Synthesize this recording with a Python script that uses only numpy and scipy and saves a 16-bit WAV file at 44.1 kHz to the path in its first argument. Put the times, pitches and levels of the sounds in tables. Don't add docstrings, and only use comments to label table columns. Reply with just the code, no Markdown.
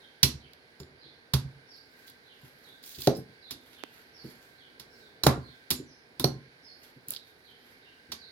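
import sys
import numpy as np
from scipy import signal
from scipy.fft import rfft, irfft, next_fast_len
from scipy.io import wavfile
from scipy.ndimage import map_coordinates

SR = 44100
rng = np.random.default_rng(int(sys.argv[2]) if len(sys.argv) > 2 else 0)


def file_out(sig):
    cols = np.atleast_2d(sig).T
    lim = np.clip(cols, -1, 1)
    pcm = np.round(lim * 32767).astype(np.int16)
    wavfile.write(sys.argv[1], SR, pcm)


N = 366471
TIME_S = np.arange(N) / SR
AGE_S = np.arange(SR // 2) / SR

# t/s, crack/dB, bite/dB, squeak/dB, spray/dB, thump/dB, bounce/dB, husk/dB,
# cut length/s, squeak/Hz
CHOPS = [(0.229, -39, -19, -20, -21.5, -27.5, -24, -33, 0.0043, 4080),
         (0.799, -60.5, -56, -57.5, -59, -50, -47, -47, 0.0047, 5240),
         (1.335, -38, -29.5, -34.5, -32, -27.5, -20.5, -36.5, 0.0041, 3535),
         (3.0709, -37, -32.5, -30.5, -39, -40, -23, -25.5, 0.0015, 4410),
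         (3.507, -57, -41.5, -47, -42, -57.5, -57, -53.5, 0.0062, 3920),
         (4.795, -60.5, -49.5, -54, -53, -64, -62, -59, 0.009, 3980),
         (5.234, -37.5, -33, -30, -32.5, -38, -50, -35.5, 0.0031, 4250),
         (5.264, -23.5, -28, -30.5, -30, -28, -19, -23, 0.0044, 3890),
         (5.703, -46.5, -31.5, -36, -29.5, -57.5, -52.5, -37, 0.004, 4420),
         (5.708, -48.5, -32, -39, -29, -41, -42, -58, 0.0061, 3940),
         (6.195, -46, -39.5, -40, -36, -45, -43, -37.5, 0.0066, 3940),
         (6.241, -41, -33.5, -27.5, -36.5, -35.5, -23.5, -29, 0.0018, 4255),
         (8.117, -49.5, -38.5, -42.5, -45, -59.5, -61, -52.5, 0.007, 4595)]
# t/s, low note/dB, knock/dB, hardness (treble gain)/dB
KNOCKS = [(3.073, -22, -17.5, -25.5), (5.264, -33, -15.5, -10), (6.241, -33, -25.5, -17.5)]
# t/s, thump/dB, bounce/dB, husk/dB
BUMPS = [(0.828, -64, -56, -81), (1.047, -72.5, -63, -61.5), (2.432, -64, -49, -59),
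         (2.979, -47, -49, -49.5), (3.542, -63.5, -63, -54), (4.242, -59, -44.5, -44),
         (5.788, -58, -45, -40.5), (6.962, -74.5, -55.5, -57), (7.076, -87, -53.5, -59),
         (8.087, -59, -61, -56)]
# t/s, level/dB, excitation centre/Hz
BLADE_RINGS = [(0.796, -65, 7100), (3.15, -49.5, 5400), (3.167, -50, 12000), (5.238, -42.5, 7100),
               (5.76, -53, 7100), (8.119, -55, 9140)]
# t/s, length/s, level/dB
PRIES = [(2.062, 0.026, -55.5), (2.82, 0.14, -50.5), (2.972, 0.065, -48), (3.028, 0.034, -46),
         (3.145, 0.017, -49), (7.07, 0.06, -52)]
# t/s, crack/dB, spray/dB
SNAPS = [(0.5334, -59.5, -63), (0.8318, -61, -73), (2.075, -65, -60), (2.0992, -63.5, -57),
         (2.8376, -55, -57), (3.019, -43.5, -44), (7.0844, -70, -41.5), (7.1058, -57, -34),
         (7.12, -62, -45), (7.136, -48, -48), (7.148, -51, -55), (7.162, -43, -62), (7.169, -51, -59),
         (8.1317, -52, -60)]
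# mid t/s, length/s, level/dB
SLIDES = [(1.758, 0.04, -71), (2.016, 0.18, -68.5), (2.451, 0.09, -65), (2.65, 0.11, -65),
          (3.697, 0.2, -69), (3.97, 0.11, -62.5), (4.284, 0.072, -59), (4.436, 0.12, -70),
          (6.844, 0.073, -62.5), (7.111, 0.017, -48.5), (7.27, 0.06, -66.5), (7.445, 0.15, -73.5),
          (7.68, 0.16, -68.5)]
# t/s, lower note/Hz, level/dB
CHIRPS = [(-0.04, 3310, -54), (0.369, 2920, -56.5), (0.975, 3800, -51.5), (1.66, 4490, -49.5),
          (2.228, 3150, -55), (2.616, 3620, -52), (3.395, 3604, -49), (3.719, 3020, -53),
          (4.121, 4510, -50), (4.545, 3130, -55), (4.879, 4600, -58.5), (4.966, 3640, -57.5),
          (5.4, 3530, -54), (5.84, 5235, -58), (6.615, 4500, -49.5), (7.12, 3670, -55), (7.419, 3296, -54),
          (7.8, 2890, -57), (8.159, 3850, -48.5)]
# pitch ratio, level/dB
SQUEAK_PARTIALS = [(0.999, -1.5), (1.331, -6.5), (2.9, -11.5)]

# f/Hz, level/dB, t60/s
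BOUNCE_MODES = [(78.8, -8.5, 0.18), (135.6, -1, 0.13)]
HUSK_MODES = [(190, -1, 0.048), (250.7, 1, 0.11), (317.5, 2.5, 0.064), (383, -7, 0.14)]
LOG_MODES = [(398, -3.5, 0.33), (446, 3.5, 0.35), (540, 17, 0.29), (640, -11, 0.25), (714, -9, 0.17),
             (748, -5, 0.33), (790, -4, 0.12), (1023, 15.5, 0.23), (1050, 14, 0.51), (1050, -12, 0.093),
             (1200, 5, 0.093), (1400, 7, 0.54)]
LOG_LOW_MODE = [(402.5, 0, 0.12)]
BLADE_MODES = [(5000, 0, 0.1), (5310, 0, 0.25), (7100, -5, 0.18), (8700, 1, 0.13), (10500, 8, 0.13),
               (12900, 0, 0.1)]

# f/Hz, level/dB
SKIN_CRACK = [(150, -28), (400, -3.5), (700, -2.5), (1100, 2), (1500, -3), (2200, -9.5), (3500, -21),
              (6000, -39.5)]
WET_BITE = [(800, -31), (2000, -12), (3100, -5.5), (3700, -1.5), (4500, 0.5), (5500, -4.5), (7000, -11),
            (10000, -39.5)]
WET_SPRAY = [(3000, -49), (6000, -15.5), (7100, -7), (8800, -5), (11500, 7.5), (14000, 0.5), (16000, -5.5)]
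HUSK_CRUSH = [(100, -26), (220, -2), (380, -1.5), (600, -20), (1500, -49)]
WOOD_CUT = [(120, -2), (250, -2.5), (450, -1), (720, 3.5), (1000, 2.5), (1400, -12), (2000, -51),
            (4000, -9)]
BLADE_SCRAPE = [(800, -18), (2500, -5.5), (4400, 0), (6500, -2), (9000, -6.5), (12000, 3.5), (16000, 0)]
FIBRE_SNAP = [(1200, -32), (2500, -14), (3400, 1.5), (4800, 3), (6000, -12), (9000, -43)]
PALM_RUB = [(2000, -2.5), (5000, -6.5), (8500, -15), (12000, 0), (16000, -17.5)]
WALL_ECHO = [(140, -16), (300, -21.5), (700, -32.5), (2000, -41), (6000, -71)]
HUSH_LOW = [(15, -39), (25, -16.5), (139, -6.5), (212, -11), (247, -3), (307, -8), (403, -4.5), (468, -3),
            (554, -10), (776, -10), (1400, -18.5), (1820, -44.5), (3080, -120)]
HUSH_HIGH = [(820, -37), (1400, -10), (1550, 1), (1720, -4), (2290, -4), (2620, -13), (3240, -13.5),
             (3550, -13.5), (4040, -10), (4670, -10.5), (6000, -24.5), (7800, -56), (13200, -120)]
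HUSH_TOP = [(4000, -31), (6000, 1.5), (7000, -1.5), (8400, -8), (9700, 9), (11500, 0), (13500, -6.5),
            (16000, -12)]
WHINE = [(1300, -35), (1500, -8.5), (1575, 4), (1650, -14), (1850, -29)]

# f/Hz, base t60/s
YARD_DECAY = [(100, 0.43), (400, 0.27), (1200, 0.29), (4000, 0.25), (8000, 0.25), (15000, 0.11)]
# f/Hz, left-right correlation
YARD_COHERENCE = [(130, .96), (300, .75), (640, .5), (1400, .15), (3000, 0)]
HUSH_COHERENCE = [(60, 0.7), (150, 0.9), (380, 0.8), (950, 0.12), (2380, -0.67), (5980, 0.3), (15000, -0.1)]
# f/Hz, left minus right/dB
NEAR_BALANCE = [(400, -1.5), (1300, -2), (2400, -7), (4200, -17), (6000, -8), (8000, -1), (15000, -2.5)]
YARD_BALANCE = [(400, -1.5), (2400, -2.5), (4200, -8), (7500, -1.5), (15000, 0)]
HUSH_BALANCE = [(60, -1.5), (130, -2.5), (290, -1.5), (640, -4), (1410, 1.5), (3100, -10), (6820, -11),
                (15000, 5.5)]
# f/Hz, left lead/rad
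NEAR_PHASE = [(0, -1), (2330, 1), (6460, 3.5), (8350, 9), (9390, 14.5), (10300, 15), (11100, 14.5),
              (16400, 20)]

ENTRY_S = 0.0025


def chops():
    out = np.zeros((2, N))
    for t_s, crack_db, bite_db, squeak_db, spray_db, *thud_db, cut_s, squeak_hz in CHOPS:
        crack = amp(crack_db) * tear(SKIN_CRACK, 1.7 * cut_s, ENTRY_S, rough_db=2)
        bite = amp(bite_db) * tear(WET_BITE, 2.1 * cut_s, ENTRY_S, rough_db=0.5)
        bite += amp(squeak_db) * squeak(squeak_hz, 0.98 * cut_s)
        spray = amp(spray_db) * tear(WET_SPRAY, 0.7 * cut_s, ENTRY_S, rough_db=4)
        add(out, t_s, near(bite, wet_db=-8) + near(crack + spray, wet_db=-4))
        add(out, t_s + 0.002, thud(*thud_db, rise_s=0.0055))
    return out


def tear(spectrum, decay_s, rise_s, rough_db):
    envelope = cut_envelope(rise_s, decay_s)
    burst = envelope * fibres(len(AGE_S), rough_db)
    for _ in range(3):
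        whitened = irfft(np.exp(1j * np.angle(rfft(burst))), len(AGE_S))
        burst = whitened * envelope ** 0.25
    return unit_hit(colour(burst, spectrum))


def cut_envelope(rise_s, decay_s):
    return np.minimum(AGE_S / rise_s, 1) ** 2 * np.exp(-np.maximum(AGE_S - rise_s, 0) / decay_s)


def fibres(n, rough_db):
    return unit_rms(rng.standard_normal(n) * amp(rough_db * wobble(1500, n)))


def squeak(pitch_hz, decay_s, waver_hz=190):
    partials = sum(amp(db) * tone(ratio * pitch_hz + waver_hz * wobble(900, len(AGE_S)))
                   for ratio, db in SQUEAK_PARTIALS)
    return unit_hit(cut_envelope(ENTRY_S, decay_s) * partials)


def thud(thump_db, bounce_db, husk_db, rise_s):
    onset = 1 - np.exp(-AGE_S / rise_s)
    held = onset * np.exp(-(AGE_S / 0.054) ** 3)
    bounce = sum(amp(db) * unit_hit(-held * ring([mode], scatter_db=0))
                 for mode, db in zip(BOUNCE_MODES, (thump_db, bounce_db)))
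    crush = tear(HUSK_CRUSH, decay_s=0.017, rise_s=rise_s, rough_db=-2.5)
    body = unit_hit(onset * ring(HUSK_MODES, scatter_db=2))
    hollow = amp(husk_db) * unit_hit(body + amp(1.5) * crush)
    return near(bounce, wet_db=-13) + near(hollow, wet_db=-5)


def knocks():
    out = np.zeros((2, N))
    for t_s, note_db, knock_db, hardness_db in KNOCKS:
        wood = tear(WOOD_CUT, decay_s=0.0048, rise_s=0.0034, rough_db=1)
        wood += amp(-10) * unit_hit(ring(LOG_MODES, scatter_db=4))
        knock = amp(knock_db) * colour(wood, [(40, -11), (130, 3.5), (750, 4), (1100, hardness_db)])
        add(out, t_s, near(knock, wet_db=-10))
        low_note = amp(note_db) * unit_hit(ring(LOG_LOW_MODE, scatter_db=0))
        add(out, t_s, near(low_note, wet_db=-11.5))
    return out


def bumps():
    out = np.zeros((2, N))
    for t_s, *thud_db in BUMPS:
        add(out, t_s, thud(*thud_db, rise_s=0.0061))
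    return out


def blade_rings(focus_db_per_octave=40):
    out = np.zeros(N)
    for t_s, level_db, centre_hz in BLADE_RINGS:
        modes = [(hz, db - focus_db_per_octave * abs(np.log2(hz / centre_hz)), t60_s)
                 for hz, db, t60_s in BLADE_MODES]
        steel = ring(modes, scatter_db=3.5)
        flicker = amp(2.3 * wobble(130, len(AGE_S)))
        add(out, t_s, amp(level_db) * unit_hit(steel * flicker))
    return near(out, wet_db=-9.5)


def prying(attack_s=0.017, release_s=0.0064, crackles_per_s=160):
    pressure = np.zeros(N)
    for t_s, length_s, db in PRIES:
        attack = np.clip((TIME_S - t_s) / attack_s, 0, 1)
        release = np.exp(-np.maximum(TIME_S - t_s - length_s, 0) / release_s)
        pressure += amp(db) * attack * release
    breaks = (rng.random(N) < crackles_per_s / SR) * rng.standard_normal(N)
    crackle = amp(-6.5) * pressure * unit_rms(colour(breaks, FIBRE_SNAP))
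    return rubbing(pressure, BLADE_SCRAPE, rough_db=7) + near(crackle, wet_db=-2)


def snaps():
    out = np.zeros((2, N))
    for t_s, crack_db, spray_db in SNAPS:
        crack = amp(crack_db) * tear(FIBRE_SNAP, decay_s=0.0031, rise_s=0.00087, rough_db=-2)
        spray = amp(spray_db) * tear(WET_SPRAY, decay_s=0.0005, rise_s=0.0006, rough_db=3)
        add(out, t_s, near(crack + spray, wet_db=-10))
    return out


def hands():
    pressure = sum(amp(db) / (1 + (2 * (TIME_S - mid_s) / length_s) ** 2)
                   for mid_s, length_s, db in SLIDES)
    return rubbing(pressure, PALM_RUB, rough_db=8)


def rubbing(pressure, spectrum, rough_db):
    catching = amp(3 * wobble(120, N))
    friction = unit_rms(colour(catching * fibres(N, rough_db), spectrum))
    return near(pressure * friction, wet_db=1.5)


def tick(t_s=3.8374):
    out = np.zeros((2, N))
    spike = np.exp(-AGE_S / 0.000094)
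    spectrum = [(80, -28), (300, 6), (600, 0), (4000, -3), (9000, -9.5), (16000, -14)]
    add(out[1], t_s, amp(-9) * colour(spike, spectrum))
    return out


def birds(length_s=0.105, fall_hz=950, warble_hz=305):
    song = np.zeros(N)
    progress = np.linspace(0, 1, int(length_s * SR))
    swell = np.sqrt(np.abs(np.sin(np.pi * progress ** 1.42)))
    step_down = 1 / (1 + np.exp((progress - 0.45) / 0.081))
    for t_s, note_hz, db in CHIRPS:
        pitch_hz = note_hz + fall_hz * step_down + warble_hz * wobble(130, len(progress))
        add(song, t_s, amp(db) * swell * tone(pitch_hz))
    return yard(song, t60_scale=2.2)


def hush():
    def air(spectrum, level_db, sway_db):
        noise = filtered(diffuse(N, HUSH_COHERENCE), lambda hz: amp(along(spectrum, hz)))
        noise = pan(noise, HUSH_BALANCE)
        return noise / np.std(noise.mean(0)) * amp(level_db + sway_db * wobble(5.4, N))
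    return (air(HUSH_LOW, -63.5, sway_db=1) + air(HUSH_HIGH, -65, sway_db=0.9)
            + air(HUSH_TOP, -81, sway_db=1.4) + air(WHINE, -76, sway_db=5.5))


def near(x, wet_db, paving_s=0.0021, paving_db=-10.5, corner_hz=604):
    def paths(hz):
        phase = np.exp(0.5j * along(NEAR_PHASE, hz) * np.array([[1], [-1]]))
        paving = amp(paving_db) * np.exp(-2j * np.pi * hz * paving_s) * hz / (hz + corner_hz)
        return phase * (1 + paving)
    return pan(filtered(x, paths), NEAR_BALANCE) + amp(wet_db) * yard(x)


def wall(x, delay_s=0.11, repeat_db=-18):
    out = np.zeros((2, N))
    echo = filtered(x, lambda hz: amp(along(WALL_ECHO, hz)))
    add(out, delay_s, echo)
    add(out, 2 * delay_s, amp(repeat_db) * echo)
    return out


def yard(x, t60_scale=0.93, build_s=0.002):
    hz, t_s, bands = signal.stft(diffuse(len(AGE_S), YARD_COHERENCE), SR, nperseg=256)
    t60_s = t60_scale * along(YARD_DECAY, hz)[:, None]
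    _, tail = signal.istft(bands * amp(-60 * t_s / t60_s), SR, nperseg=256)
    tail = tail[:, :len(AGE_S)] * (1 - np.exp(-(AGE_S / build_s) ** 2))
    tail /= np.linalg.norm(tail[0])
    return pan(signal.fftconvolve(x[None], tail, axes=1)[:, :len(x)], YARD_BALANCE)


def diffuse(n, coherence):
    def weights(hz):
        angle_rad = np.arccos(along(coherence, hz)) / 2
        return np.array([np.cos(angle_rad), np.sin(angle_rad)])
    mid, side = filtered(rng.standard_normal((2, n)), weights)
    return np.array([mid + side, mid - side])


def pan(x, balance):
    def gains(hz):
        left = amp(along(balance, hz))
        return 2 * np.array([left, np.ones_like(left)]) / (1 + left)
    return filtered(x, gains)


def ring(modes, scatter_db):
    return sum(amp(db + scatter_db * rng.normal() - 60 * AGE_S / t60_s) * np.sin(2 * np.pi * hz * AGE_S)
               for hz, db, t60_s in modes)


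def tone(pitch_hz):
    return np.sin(2 * np.pi * np.cumsum(pitch_hz) / SR)


def wobble(knots_per_s, n):
    knots = rng.standard_normal(int(n * knots_per_s / SR) + 4)
    return map_coordinates(knots, [np.arange(n) * knots_per_s / SR], order=1)


def colour(x, spectrum, size=4096):
    gain = amp(along(spectrum, np.fft.rfftfreq(size, 1 / SR)))
    cepstrum = irfft(np.log(gain))
    cepstrum[1:size // 2] *= 2
    cepstrum[size // 2 + 1:] = 0
    impulse = irfft(np.exp(rfft(cepstrum)))
    return signal.fftconvolve(x, impulse)[:len(x)]


def filtered(x, response):
    n = x.shape[-1]
    size = next_fast_len(n + 8192)
    return irfft(rfft(x, size) * response(np.fft.rfftfreq(size, 1 / SR)), size)[..., :n]


def along(points, hz):
    knots_hz, values = np.transpose(points)
    return np.interp(np.log(hz + 1), np.log(knots_hz + 1), values)


def add(track, t_s, x):
    start = round(t_s * SR)
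    x = x[..., max(-start, 0):max(N - start, 0)]
    track[..., max(start, 0):max(start, 0) + x.shape[-1]] += x


def amp(db):
    return 10 ** (np.asarray(db) / 20)


def unit_rms(x):
    return x / np.sqrt(np.mean(x ** 2) + 1e-20)


def unit_hit(x):
    return x / np.sqrt(np.sum(x ** 2) / (SR / 50) + 1e-20)


def scene():
    blows = chops() + knocks() + bumps()
    return blows + wall(blows) + blade_rings() + snaps() + prying() + hands() + tick() + birds() + hush()


def record(dry, low_hz=38, top_hz=16050):
    thinned = signal.sosfilt(signal.butter(2, low_hz, "highpass", fs=SR, output="sos"), dry)
    return filtered(np.clip(thinned, -1, 1), lambda hz: 1 / np.sqrt(1 + (hz / top_hz) ** 240))


dry = scene()
out = record(dry)
file_out(out)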